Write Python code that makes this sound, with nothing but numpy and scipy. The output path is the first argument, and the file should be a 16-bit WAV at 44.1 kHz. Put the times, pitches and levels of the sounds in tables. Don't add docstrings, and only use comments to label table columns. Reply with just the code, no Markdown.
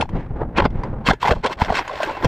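import sys
import numpy as np
from scipy import signal
from scipy.fft import rfft, irfft
from scipy.io import wavfile

SR = 44100
rng = np.random.default_rng(int(sys.argv[2]) if len(sys.argv) > 2 else 0)


def waveform_to_disk(signal):
    frames = np.transpose(np.atleast_2d(signal))
    scaled = np.clip(frames, -1, 1) * 32767
    samples = np.round(scaled).astype(np.int16)
    wavfile.write(sys.argv[1], SR, samples)


N = 100151

# f/Hz, width/Hz, relative level while grinding/dB
SHELL_MODES = [(2102, 43, 1), (2654, 99, 14.5), (3200, 134, 3), (3482, 81, 8), (4248, 53, -1.5),
               (4880, 110, 7), (5510, 364, -8), (6830, 280, -4.5), (9080, 350, -0.5)]


def amp(db):
    return 10 ** (np.asarray(db, float) / 20)


def unit(x):
    return x / np.sqrt(np.mean(x ** 2) + 1e-20)


def curve(rows, silent=None):
    s, *columns = np.transpose(rows)
    t = np.arange(N) / SR
    return [np.interp(t, s, c, silent, silent) for c in columns]


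def colour(x, points):
    hz, db = np.transpose(points)
    f = np.maximum(np.arange(N // 2 + 1) * SR / N, 1)
    octaves_below = np.maximum(np.log2(hz[0] / f), 0)
    octaves_above = np.maximum(np.log2(f / hz[-1]), 0)
    gain_db = np.interp(np.log(f), np.log(hz), db) - 30 * (octaves_below + octaves_above)
    return irfft(rfft(x) * amp(gain_db), N)


def drift(rate_hz):
    r = np.exp(-2 * np.pi * rate_hz / SR)
    noise = rng.standard_normal(N + SR)
    return unit(signal.lfilter([1], [1, -2 * r, r * r], noise)[SR:])


def grains(rate_per_s, spread_db):
    sizes = amp(spread_db * np.minimum(rng.exponential(1, N), 4))
    signed = sizes * rng.choice([-1, 1], N)
    return signed * (rng.random(N) < rate_per_s / SR)


def resonance(x, hz, width_hz):
    r = np.exp(-np.pi * width_hz / SR)
    b = [(1 - r * r) / 2, 0, (r * r - 1) / 2]
    a = [1, -2 * r * np.cos(2 * np.pi * hz / SR), r * r]
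    return signal.lfilter(b, a, x)


def add(out, s, x):
    i = max(int(s * SR), 0)
    out[i:i + len(x)] += x[:N - i]


def wind():
    # t/s, rumble level/dB, rush level/dB, rush treble level/dB
    wind_levels = [(0, -18.5, -18.5, -66), (.07, -35, -52.5, -68), (.12, -23, -40, -54.5),
                   (.165, -20.5, -29.5, -43.5), (.21, -29.5, -39, -49), (.28, -30.5, -44, -57.5),
                   (.33, -24.5, -40.5, -60), (.37, -28, -35, -55.5), (.42, -23, -22.5, -48.5),
                   (.47, -26.5, -42, -64), (.52, -31.5, -41, -61), (.62, -18, -23.5, -37),
                   (.69, -31.5, -46, -68), (.73, -20.5, -40.5, -55.5), (.78, -22.5, -37, -50),
                   (.82, -31, -35.5, -49), (.86, -25, -29, -47), (.9, -23, -38, -54),
                   (.95, -26.5, -34.5, -59), (1.0, -26.5, -40, -59.5), (1.05, -31, -39.5, -56),
                   (1.13, -25.5, -55, -65), (1.19, -52, -54.5, -60), (1.23, -32, -46, -68),
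                   (1.36, -27, -41.5, -78), (1.43, -34.5, -50.5, -53), (1.55, -39.5, -44.5, -68),
                   (1.68, -32, -42.5, -62), (1.8, -37, -59, -39), (1.88, -46.5, -92, -43),
                   (2.27, -38, -30, -41.5)]
    # f/Hz, relative level/dB
    rumble = [(8.8, -21), (15, 5.5), (155, -5), (266, -11.5), (295, -26), (336, -15.5), (500, -39.5),
              (650, -68), (1100, -120)]
    rush = [(150, -76), (250, -0.5), (431, -1.5), (491, -1), (650, -5.5), (833, -4), (1600, -20),
            (2080, -33.5), (3520, -120)]
    rush_treble = [(880, -27.5), (1500, -2), (1880, -1.5), (2480, -9.5), (8000, -40), (10400, -66),
                   (17600, -120)]
    gust_db, gust_hz = 2, 64
    gust = amp(gust_db * drift(gust_hz))
    out = np.zeros(N)
    for db, spectrum in zip(curve(wind_levels), (rumble, rush, rush_treble)):
        noise = colour(rng.standard_normal(N), spectrum)
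        out += amp(db) * unit(noise * gust)
    return out


def modal_ring(x, level_db, modes):
    swing_db, swing_hz = 3.5, 25
    swung = [x * amp(db + swing_db * drift(swing_hz)) for _, _, db in modes]
    power = sum(np.mean(resonance(v, hz, w) ** 2) for v, (hz, w, _) in zip(swung, modes))
    out = np.zeros(N)
    for k, (v, (hz, width_hz, _)) in enumerate(zip(swung, modes)):
        out += (-1) ** k * resonance(amp(level_db) * v, hz, width_hz)
    return out / np.sqrt(power)


def grinding():
    # t/s, level/dB, treble re level/dB
    contacts = [
        [(0.0, -31, -17), (0.006, -36, 3.5), (0.016, -22.5, -3), (0.028, -22, -25), (0.05, -67, -13)],
        [(0.55, -37, -20), (0.582, -19.5, 2), (0.588, -7, -29), (0.597, -19.5, -8.5), (0.606, -5, -15),
         (0.614, -58, -26), (0.624, -26, -25), (0.638, -30.5, -9.5), (0.654, -9.5, -14.5), (0.66, -11.5, -19.5),
         (0.69, -72, 2)],
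        [(1.04, -42, -17), (1.07, -15.5, -3), (1.09, -13, -12), (1.106, -18, 2), (1.112, -6, -16),
         (1.118, -23.5, -34), (1.126, -25.5, -10), (1.14, -25.5, -23), (1.16, -62, -9)],
        [(1.2, -57.5, 6), (1.23, -20.5, -1.5), (1.236, -23.5, -7.5), (1.288, -14.5, -12.5),
         (1.302, -17.5, -17.5), (1.312, -11.5, -13), (1.334, -16, -21.5), (1.35, -54.5, 12.5),
         (1.366, -30, -21), (1.42, -61, 6)],
        [(1.425, -38.5, -19), (1.445, -15.5, -8), (1.455, -14, -25), (1.463, -25, 4), (1.487, -26.5, -16.5),
         (1.505, -20, -16), (1.533, -35.5, 7), (1.545, -60, 7), (1.56, -51, -1)],
        [(1.57, -51, -4), (1.578, -36, -18), (1.6, -25, -8.5), (1.62, -13, -9.5), (1.63, -30, -5),
         (1.68, -30, -12)],
        [(1.68, -29, -17), (1.704, -12.5, -20), (1.718, -22.5, -13.5), (1.726, -9, -14.5), (1.734, -27, -9.5),
         (1.752, -20, -4), (1.788, -21.5, -4), (1.794, -20, -8), (1.814, -24.5, -13), (1.84, -32, -14)],
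        [(1.84, -29.5, -17.5), (1.986, -29, -9.5), (2.004, -24, -14), (2.022, -22.5, -8), (2.036, -24, -10),
         (2.044, -21.5, -12.5), (2.215, -32, -16), (2.246, -15.5, -13), (2.254, -18.5, -32), (2.266, -25, -17)],
    ]
    # f/Hz, width/Hz, relative level/dB
    housing_modes = [(224, 160, -10), (401, 308, -3), (628, 208, 0.5), (850, 188, -1.5), (1060, 115, 0),
                     (1316, 840, -8), (1570, 370, -8)]
    # f/Hz, relative level/dB
    housing_treble = [(1180, 2.5), (2000, 0.5), (2600, -8.5), (4300, -7.5), (6000, -18.5), (7600, -20.5),
                      (9500, -35.5), (11000, -44.5), (13000, -48), (15400, -57)]
    grit_per_s, grit_spread_db = 2500, 3
    cracks_per_s, crack_spread_db, crack_share = 250, -0.5, 0.4
    chatter_db, chatter_hz = 2.0, 110
    body_cut_hz, shell_db, treble_trim_db = 2500, -6, -2

    rows = []
    for table in contacts:
        rows.append((table[0][0] - .002, -90, -20))
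        rows.extend(table)
        rows.append((table[-1][0] + .002, -90, -20))
    level_db, treble_db = curve(rows)
    level_db = level_db + chatter_db * drift(chatter_hz)
    top_db = level_db + treble_db

    grit = unit(grains(grit_per_s, grit_spread_db))
    cracks = unit(grains(cracks_per_s, crack_spread_db))
    bright = unit(colour(grit + crack_share * cracks, housing_treble))
    low_pass = signal.butter(3, body_cut_hz, fs=SR, output="sos")
    body = signal.sosfilt(low_pass, modal_ring(grit, level_db, housing_modes))
    shell = amp(shell_db) * modal_ring(bright, top_db, SHELL_MODES)
    return body + shell + amp(top_db + treble_trim_db) * bright


def thuds():
    # t/s, level/dB, f/Hz
    landings = [(.002, -24, 59.4), (0.583, -9, 243), (0.653, -27, 77), (0.655, -5, 244), (1.086, -5.5, 220),
                (1.095, -14.5, 50.6), (1.103, -7.5, 172), (1.292, -18, 160), (1.31, -12, 56.5),
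                (1.315, -12, 224), (1.617, -12.5, 78.4), (1.62, -11, 226), (1.699, -20, 68.4),
                (1.705, -15.5, 190), (2.243, -15, 49), (2.244, -14.5, 226), (2.255, -6.5, 126)]
    decay_cycles, rise_cycles = 4.3, 0.14
    out, t = np.zeros(N), np.arange(6000) / SR
    for s, db, hz in landings:
        decay = 2 * amp(db - 60 * t * hz / decay_cycles)
        rise = 1 - np.exp(-t * hz / rise_cycles)
        add(out, s, decay * rise * np.sin(2 * np.pi * hz * t))
    return out


def knocks():
    # t/s, level before trim/dB, f/Hz, tick re knock before trim/dB, cycles to -60 dB (2 at least)
    hits = [(0.01, -4.5, 900, -3.5, 5.3), (0.024, -5, 882, -17, 16.2), (0.055, -24, 824, -23, 16),
            (0.091, -18.5, 975, -9, 10.5), (0.584, 2.5, 1000, -5.5, 10.7), (0.6, -9, 1104, -4.5, 9.1),
            (0.604, -22, 910, -30, 6.9), (0.621, -3.5, 970, -14, 12.5), (0.652, -2, 680, -10, 4.7),
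            (0.704, -34, 425, -2.5, 6), (0.835, -12.5, 974, -10, 18), (1.086, 0.5, 1090, -6, 16.6),
            (1.095, 1, 740, -14, 5.5), (1.109, -3, 784, -16, 21.5), (1.133, -13.5, 426, -2.5, 11.6),
            (1.229, -3, 1000, -10.5, 19), (1.243, -6.5, 995, -13.5, 17), (1.25, -5, 800, -20, 13),
            (1.26, -4, 950, -10.5, 13), (1.274, -4.5, 940, -7, 15), (1.281, 2, 870, -12.5, 11.5),
            (1.312, -3, 470, -7.5, 9.7), (1.362, -11.5, 885, -21, 6.2), (1.445, -9.5, 546, -8, 6.3),
            (1.461, -9, 565, -0.5, 8), (1.527, -21, 860, 1, 4.6), (1.617, -2.5, 913, -9, 11.3),
            (1.647, -20.5, 650, 4.5, 15), (1.702, 0.5, 754, -29, 11.6), (1.723, -2.5, 660, -26, 7),
            (1.753, -17, 700, 7, 6), (1.792, 0, 950, -13.5, 9.4), (1.878, -10.5, 962, -8.5, 8.1),
            (1.913, -20, 754, -7, 16), (1.956, -19.5, 630, -0.5, 16), (2.003, -11, 642, -10, 18.5),
            (2.031, -8.5, 620, 2, 14.4), (2.093, -17.5, 560, -7.5, 15), (2.111, -17.5, 560, -17, 12),
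            (2.225, -9, 800, -10, 6.3), (2.246, -4, 532, -6, 8.7), (2.252, 7.5, 480, -20, 2.4)]
    # f/Hz, relative level/dB
    tick_spectrum = [(1500, 4.5), (4000, -12), (8000, -26.5), (12000, -39.5), (15500, -50)]
    # t/s, level/dB
    after_rings = [(1.14, -51)]
    # f/Hz, relative level/dB, t60/s
    thin_part = [(1720, 6, 0.14)]
    knock_trim_db, tick_trim_db = -2, -11
    contact_s, tick_rise_s, tick_s = 0.0016, 0.0005, 0.0027
    tail_s, tail_db = 0.012, -13
    tick_ring_db, tick_ring_spread_db = 1.5, 6

    out, t = np.zeros(N), np.arange(6000) / SR
    noise = unit(colour(rng.standard_normal(N), tick_spectrum))
    rise = 1 - np.exp(-t / contact_s)
    tick_decay = np.exp(-t / tick_s) + amp(tail_db) * np.exp(-t / tail_s)
    tick_shape = (1 - np.exp(-t / tick_rise_s)) * tick_decay
    draws = rng.standard_normal((len(hits), len(SHELL_MODES)))
    strengths = amp(tick_ring_db + tick_ring_spread_db * draws)

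    for (s, db, hz, tick_db, cycles), gains in zip(hits, strengths):
        decay = amp(-60 * t * hz / max(cycles, 2))
        add(out, s, amp(db + knock_trim_db) * 2 * rise * decay * np.sin(2 * np.pi * hz * t))
        noise_here = np.roll(noise, -int(s * SR))[:len(t)]
        tick = amp(db + tick_db + tick_trim_db) * tick_shape * noise_here
        ring = sum(g * resonance(tick, f, w) for g, (f, w, _) in zip(gains, SHELL_MODES))
        add(out, s, tick + ring)
    for s, db in after_rings:
        for hz, mode_db, t60 in thin_part:
            decay = amp(db + mode_db - 60 * t / t60)
            add(out, s, rise * decay * np.sin(2 * np.pi * hz * t))
    return out


def skids():
    songs = [(.558, .028, 2500, -19), (.565, .018, 760, -18), (.562, .022, 3350, -30),
             (.562, .022, 4300, -35), (1.054, .028, 3250, -21), (1.05, .035, 4400, -30),
             (1.068, .025, 1750, -19), (1.688, .025, 1900, -29), (1.75, .012, 2150, -20),
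             (1.998, .06, 1620, -28), (2.1, .07, 2700, -38)]
    width_hz, swell_power = 53, 0.79
    out = np.zeros(N)
    for s, length_s, hz, db in songs:
        x = np.linspace(0, 1, int(length_s * SR))
        tone = resonance(rng.standard_normal(8192), hz, width_hz)
        tone = tone / np.abs(signal.hilbert(tone))
        tone = tone[2000:2000 + len(x)]
        swell = x ** swell_power * np.minimum(8 * (1 - x), 1)
        add(out, s, amp(db) * tone * swell)
    return out


def stalks():
    # t/s, level/dB
    crackle_levels = [(1.04, -100), (1.066, -66), (1.086, -48), (1.196, -100), (1.218, -57), (1.282, -51),
                      (1.326, -60), (1.406, -100), (1.46, -67), (1.498, -70), (1.532, -58), (1.566, -91),
                      (1.608, -56), (1.714, -73), (1.752, -55), (1.816, -64), (1.936, -71), (2.026, -58.5),
                      (2.198, -71), (2.252, -48.5), (2.264, -66)]
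    snaps_per_s, snap_spread_db, hiss_share = 1200, 5.0, 0.92
    low_hz, high_hz = 11300, 15500
    db, = curve(crackle_levels, -120)
    band = signal.butter(3, [low_hz, high_hz], "band", fs=SR, output="sos")
    channels = []
    for _ in range(2):
        snaps = unit(grains(snaps_per_s, snap_spread_db))
        crackle = snaps + hiss_share * rng.standard_normal(N)
        channels.append(unit(signal.sosfilt(band, crackle)))
    return amp(db) * np.array(channels)


def muffle(x):
    from_s, to_s, corner_hz = 0.54, 0.7, 5900
    t = np.arange(N) / SR
    dull = signal.sosfiltfilt(signal.butter(1, corner_hz, fs=SR, output="sos"), x)
    return np.where((t > from_s) & (t < to_s), dull, x)


def stereo_side(mid):
    # t/s, bass side re mid/dB, treble side re mid/dB
    narrowing = [(0, -12, -4), (.15, -21, -6), (.5, -42.5, -11), (.66, -33.5, -22.5), (1.0, -85, -26),
                 (1.8, -69, -41), (2.2, -72, -44)]
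    split_hz, lag_s = 2700, 0.00094
    late = np.roll(mid, int(lag_s * SR))
    side = np.zeros(N)
    for db, kind in zip(curve(narrowing), ("low", "high")):
        band = signal.butter(4, split_hz, kind, fs=SR, output="sos")
        side += amp(db) * signal.sosfilt(band, late)
    return side


def scene():
    hiss_db = -79
    hiss = amp(hiss_db) * rng.standard_normal(N)
    mid = muffle(wind() + grinding() + thuds() + knocks() + skids() + hiss)
    return mid + stereo_side(mid) * np.array([[1], [-1]]) + stalks()


def record(dry):
    bass_cut_hz, top_cut_hz = 14, 16100
    dry = signal.sosfilt(signal.butter(1, bass_cut_hz, "high", fs=SR, output="sos"), dry)
    rounded = 1.23 * np.tanh(dry / 1.165)
    return signal.sosfilt(signal.cheby2(12, 70, top_cut_hz, fs=SR, output="sos"), rounded)


dry = scene()
out = record(dry)
waveform_to_disk(out)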